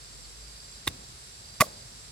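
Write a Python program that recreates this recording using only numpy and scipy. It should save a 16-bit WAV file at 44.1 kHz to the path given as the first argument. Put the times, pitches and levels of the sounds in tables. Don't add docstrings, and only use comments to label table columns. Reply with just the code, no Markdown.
import sys
import numpy as np
from scipy import signal
from scipy.fft import rfft, irfft, next_fast_len
from scipy.io import wavfile
from scipy.ndimage import map_coordinates

SR = 44100
rng = np.random.default_rng(int(sys.argv[2]) if len(sys.argv) > 2 else 0)


def decibels_to_gain(level_db):
    exponent = np.asarray(level_db, float) / 20
    return 10 ** exponent


def master_out(mix):
    frames = np.transpose(np.atleast_2d(mix))
    ceiling = np.clip(frames, -1, 1)
    pcm = np.round(ceiling * 32767).astype(np.int16)
    wavfile.write(sys.argv[1], SR, pcm)


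N = 93447

# frequency in Hz, left over right in dB.
STREAM_PAN = [(200, -0.5), (2400, 0), (4400, -2), (8000, -2), (15000, 0)]
STREAM_LAG_S = 0.000453


def unit(x):
    return x / np.sqrt(np.mean(x ** 2) + 1e-20)


def along(points, hz):
    f, v = np.transpose(points)
    return np.interp(np.log(hz + 1), np.log(f + 1), v)


def wobble(rate):
    knots = rng.standard_normal(int(N * rate / SR) + 4)
    return map_coordinates(knots, [np.arange(N) * rate / SR])


def filtered(x, response):
    m = next_fast_len(N + 8192)
    return irfft(rfft(x, m) * response(np.fft.rfftfreq(m, 1 / SR)), m)[..., :N]


def placed(x, lag_s, pan):
    side = np.array([[1], [-1]])

    def ports(hz):
        return decibels_to_gain(side * along(pan, hz) / 2) * np.exp(1j * np.pi * side * lag_s * hz)

    return filtered(x, ports)


def band(hz, centre_hz, width_hz):
    return 1j * hz * width_hz / (centre_hz ** 2 - hz ** 2 + 1j * hz * width_hz)


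def diffuse(colour):
    # frequency in Hz, share of the power common to both ports (0-1).
    shared = [(200, 0.99), (500, 0.96), (1500, 0.2), (5000, 0.083), (15000, .1)]
    noise = rng.standard_normal((3, N))

    def share(hz):
        return np.clip(along(shared, hz), 0, 1)

    common = filtered(noise[0], lambda hz: colour(hz) * np.sqrt(share(hz)))
    separate = filtered(noise[1:], lambda hz: colour(hz) * np.sqrt(1 - share(hz)))
    return unit(placed(common + separate, STREAM_LAG_S, STREAM_PAN))


def stream():
    # frequency in Hz, level in dB.
    colour = [(120, -23), (200, -9), (347, -8.5), (432, -5), (3190, -9.5), (4770, -5), (6760, -7.5),
              (7680, -7), (16000, -32)]
    return decibels_to_gain(-50.5 + 0.15 * wobble(2.4)) * diffuse(lambda hz: decibels_to_gain(along(colour, hz)))


def drone():
    # frequency in Hz, level in dB.
    colour = [(12, -52), (20, -28), (31, -1.5), (54, -5), (66, -0.5), (75, -5.5), (127, -4), (300, -23.5),
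              (390, -26), (660, -120)]
    return decibels_to_gain(-55.5 + 1.5 * wobble(6)) * diffuse(lambda hz: decibels_to_gain(along(colour, hz)))


def engine():
    # time in seconds, level of the firing note in dB.
    swell = [(0.0, -56), (0.42, -51.5), (0.77, -58), (1.11, -56), (1.41, -60), (2.12, -55)]
    s, db = np.transpose(swell)
    level = decibels_to_gain(np.interp(np.arange(N) / SR, s, db) + 4.0 + 1.5 * wobble(9))
    firing_hz = 51.3 + .8 * wobble(4.4)
    drift = 0.47 * np.array([wobble(5.15), wobble(5.7)])
    return level * np.sin(2 * np.pi * np.cumsum(firing_hz) / SR + drift)


def insects():
    # centre in Hz, width in Hz, level in dB.
    choirs = [(7510, 500, -54), (4000, 1200, -58.5), (5480, 900, -59.5), (9580, 2200, -60),
              (4743, 300, -60)]
    return sum(decibels_to_gain(db + .8 * wobble(25)) * diffuse(lambda hz: band(hz, centre_hz, width_hz) ** 2)
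               for centre_hz, width_hz, db in choirs)


def slide(s, length_s, from_hz, to_hz, db):
    u = np.clip((np.arange(N) / SR - s) / length_s, 0, 1)
    cycles = length_s * (from_hz * u + (to_hz - from_hz) * u * u / 2)
    return decibels_to_gain(db) * np.sin(np.pi * u) * np.sin(2 * np.pi * cycles)


def bird():
    # start in seconds, length in seconds, first pitch in Hz, last pitch in Hz, level in dB.
    calls = [
        (.012, .014, 4200, 4700, -52),
        (.055, .014, 4800, 4550, -52),
        (.12, .016, 4800, 4550, -51),
        (.236, .032, 4850, 4050, -50),
    ]
    return sum(slide(*call) for call in calls)


def cricket():
    # middle of the first pulse in seconds, number of pairs, level in dB.
    phrases = [
        (.360, 2, -53),
        (.4415, 9, -47.5),
        (1.404, 1, -51),
        (1.445, 10, -47.5),
    ]
    pair_s, gap_s, pulse_s = .0408, .0135, .009
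    x = np.zeros(N)
    for s, pairs, db in phrases:
        for pair in range(round(pairs)):
            for pulse in range(2):
                jitter, level = rng.standard_normal(2)
                start = s + pair * pair_s + pulse * gap_s - pulse_s / 2 + .0008 * jitter
                x += slide(start, pulse_s, 4980, 4980 - 450, db + level)
    return x


def singers():
    # frequency in Hz, left over right in dB.
    singer_pan = [(4000, -6)]
    return placed(bird() + cricket(), STREAM_LAG_S, singer_pan)


def shuffle():
    # start in seconds, level in dB, 60 dB decay in seconds, centre in Hz, width in Hz.
    shifts = [
        (0.886, -50, 0.8, 200, 194),
        (1.629, -49.5, .6, 157, 120),
        (1.654, -46.5, 0.54, 570, 250),
    ]
    t = np.arange(N) / SR
    x = 0
    for s, db, t60, centre_hz, width_hz in shifts:
        level = (t > s) * decibels_to_gain(db - 60 * np.abs(t - s) / t60 + 1.9 * wobble(40.87))
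        x = x + level * diffuse(lambda hz: band(hz, centre_hz, width_hz))
    return x


def yard(x):
    # frequency in Hz, 60 dB decay in seconds.
    decay = [(150, .25), (1000, .12), (4000, .08), (14000, .14)]
    hz, t, z = signal.stft(rng.standard_normal((2, SR // 2)), SR, nperseg=256)
    tail = signal.istft(z * decibels_to_gain(-60 * t / along(decay, hz)[:, None]), SR, nperseg=256)[1]
    tail = tail / np.linalg.norm(tail[0])
    delayed = np.pad(x, (500, 0))
    return signal.fftconvolve(delayed[None], tail, axes=1)[:, :N]


def ring(s, db, hz, t60, attack_s):
    t = np.clip(np.arange(N) / SR - s, 0, None)
    return decibels_to_gain(db - 60 * t / t60) * np.sin(2 * np.pi * hz * t) * (1 - np.exp(-t / attack_s))


def foot():
    # start in seconds, level in dB, pitch in Hz, 60 dB decay in seconds.
    shoves = [
        (0.873, -28, 150, .04),
        (1.6061, -6.5, 138.4, 0.027),
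        (1.612, -18, 236, 0.034),
    ]
    # start in seconds, level in dB, pitch in Hz, 60 dB decay in seconds.
    thumps = [
        (0.8797, -26, 79, 0.061),
        (0.907, -38.5, 91, .06),
        (0.946, -41, 80, 0.043),
        (1.012, -41, 110, 0.028),
    ]
    down = sum(ring(*shove, attack_s=0.0029) for shove in shoves)
    return sum(ring(*thump, attack_s=0.0014) for thump in thumps) - down


def air_column():
    pop_s = [1.6162, 1.6227, 1.6355, 1.641]
    pop_db = [
        -24.5,
        -11.5,
        -40,
        -38,
    ]
    return sum(ring(s, db, hz=622, t60=.025, attack_s=.0003) for s, db in zip(pop_s, pop_db))


def jolted(times, jolts, modes):
    t = np.arange(N) / SR
    choke_t60 = .011
    x = np.zeros(N)
    for s, (db, bright_db, free_s) in zip(times, jolts):
        wall = 0
        for hz, level, t60 in modes:
            scatter_db = 1.5 * rng.standard_normal()
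            tilt_db = bright_db * np.log2(hz / 1141)
            wall = wall + ring(s, db + level + tilt_db + scatter_db, hz, t60, attack_s=.0003)
        x += wall * decibels_to_gain(-60 * np.clip(t - s - free_s, 0, None) / choke_t60)
    return x


def tube_wall():
    # pitch in Hz, level in dB, 60 dB decay in seconds.
    gripped = [(286, -12.5, 0.026), (493, -10.5, 0.0083), (659, -8.5, 0.013), (914, -8, 0.017),
               (1110, -4.5, 0.031), (1570, -4.5, 0.016), (2060, 1, 0.029), (2420, -4, 0.018),
               (2770, -1, 0.017), (3190, -4.5, 0.016), (3663, 2, 0.048), (4500, -6, .01),
               (5240, -22, 0.0033)]
    # pitch in Hz, level in dB, 60 dB decay in seconds.
    free = [(825, -20, .03), (1141, 0, .06), (1405, -8, .04), (1900, -11, .025), (2035, -5, .035),
            (2300, -8, .03), (2450, -11, .025), (3600, -12, .02), (4720, -15, .02)]
    tap_s = [.8726, .8751, .8763, .8845]
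    # level in dB, brightness in dB per octave, free ringing in seconds.
    tap = [
        (-22, -3, .0015),
        (-21, -3, .003),
        (-20, 1, .003),
        (-40, 1, .003),
    ]
    chop_s = [1.6030, 1.6071, 1.60885, 1.6142, 1.6186, 1.6372, 1.6416]
    # level in dB, brightness in dB per octave, free ringing in seconds.
    chop = [
        (-24.5, 2, 0.0056),
        (-10.5, 1.5, 0.0032),
        (-12.5, -13, 0.0037),
        (-11, 0.5, 0.005),
        (-17.5, -2.5, 0.0024),
        (-35.5, -16, 0.0044),
        (-38, -19, 0.0034),
    ]
    return jolted(tap_s, tap, gripped) + jolted(chop_s, chop, free)


def fibres():
    tear_s = [.863, .8722, .8755, .883, 1.6005, 1.6062, 1.6125, 1.622]
    # rise in seconds, hold in seconds, 60 dB decay in seconds, level in dB.
    tears = [
        (0.0051, 0.003, .02, -40),
        (0.0005, .002, .02, -46),
        (0.0006, 0.0013, 0.017, -24),
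        (0.00093, .003, 0.036, -40.5),
        (0.0024, .003, .02, -31),
        (0.0015, 0.0028, 0.036, -16),
        (0.0042, 0.0046, .005, -24.5),
        (0.0014, 0.0044, 0.2, -38.5),
    ]
    # frequency in Hz, level in dB.
    colour = [(300, -36), (1000, -20), (2800, -11), (4600, -3), (8000, -5), (10500, -3), (13500, -6),
              (16000, -9)]
    # centre in Hz, width in Hz, level in dB.
    blade = [(6830, 150, 1.5), (10900, 300, -5.5), (13600, 670, -8.5)]
    t = np.arange(N) / SR
    env = np.zeros(N)
    for s, (rise, hold, t60, db) in zip(tear_s, tears):
        fall = decibels_to_gain(db - 60 * np.clip(t - s - rise - hold, 0, None) / t60)
        env += fall * np.clip((t - s) / rise, 0, 1) ** 2

    def tint(hz):
        steel = sum(decibels_to_gain(db) * band(hz, centre_hz, width_hz) for centre_hz, width_hz, db in blade)
        return decibels_to_gain(along(colour, hz)) * (1 + steel)

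    alike = .7
    noise = rng.standard_normal((3, N))
    pair = np.sqrt(alike) * noise[0] + np.sqrt(1 - alike) * noise[1:]
    grains = decibels_to_gain(2.5 * wobble(1500))
    return unit(filtered(pair * grains, tint)) * env


def scene():
    # frequency in Hz, left over right in dB.
    hit_pan = [(100, 3), (600, 1), (2400, -6), (10000, -2.5), (15000, -0.5)]
    bed = stream() + drone() + engine() + insects() + singers() + shuffle()
    body = tube_wall() + air_column() + foot()
    tear = fibres()
    chops = placed(body, 4.5e-5, hit_pan) + placed(tear, 3e-5, hit_pan)
    scatter = decibels_to_gain(-35) * yard(body + tear.mean(axis=0))
    return bed + scatter + chops


def band_limit(x):
    return signal.sosfilt(signal.butter(12, 16170, fs=SR, output="sos"), x)


def record(dry):
    # centre in Hz, width in Hz, depth (0-1).
    port_dip = (6940, 390, 0.34)
    dip_hz, width_hz, depth = port_dip

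    def microphone(hz):
        port = 1 - depth * np.exp(-((hz - dip_hz) / width_hz) ** 2)
        low_cut = 1 / (1 + (51 / (hz + 1)) ** 4) ** .5
        return port * low_cut * (hz < 16170)

    return band_limit(filtered(dry, microphone))


dry = scene()
out = record(dry)
master_out(out)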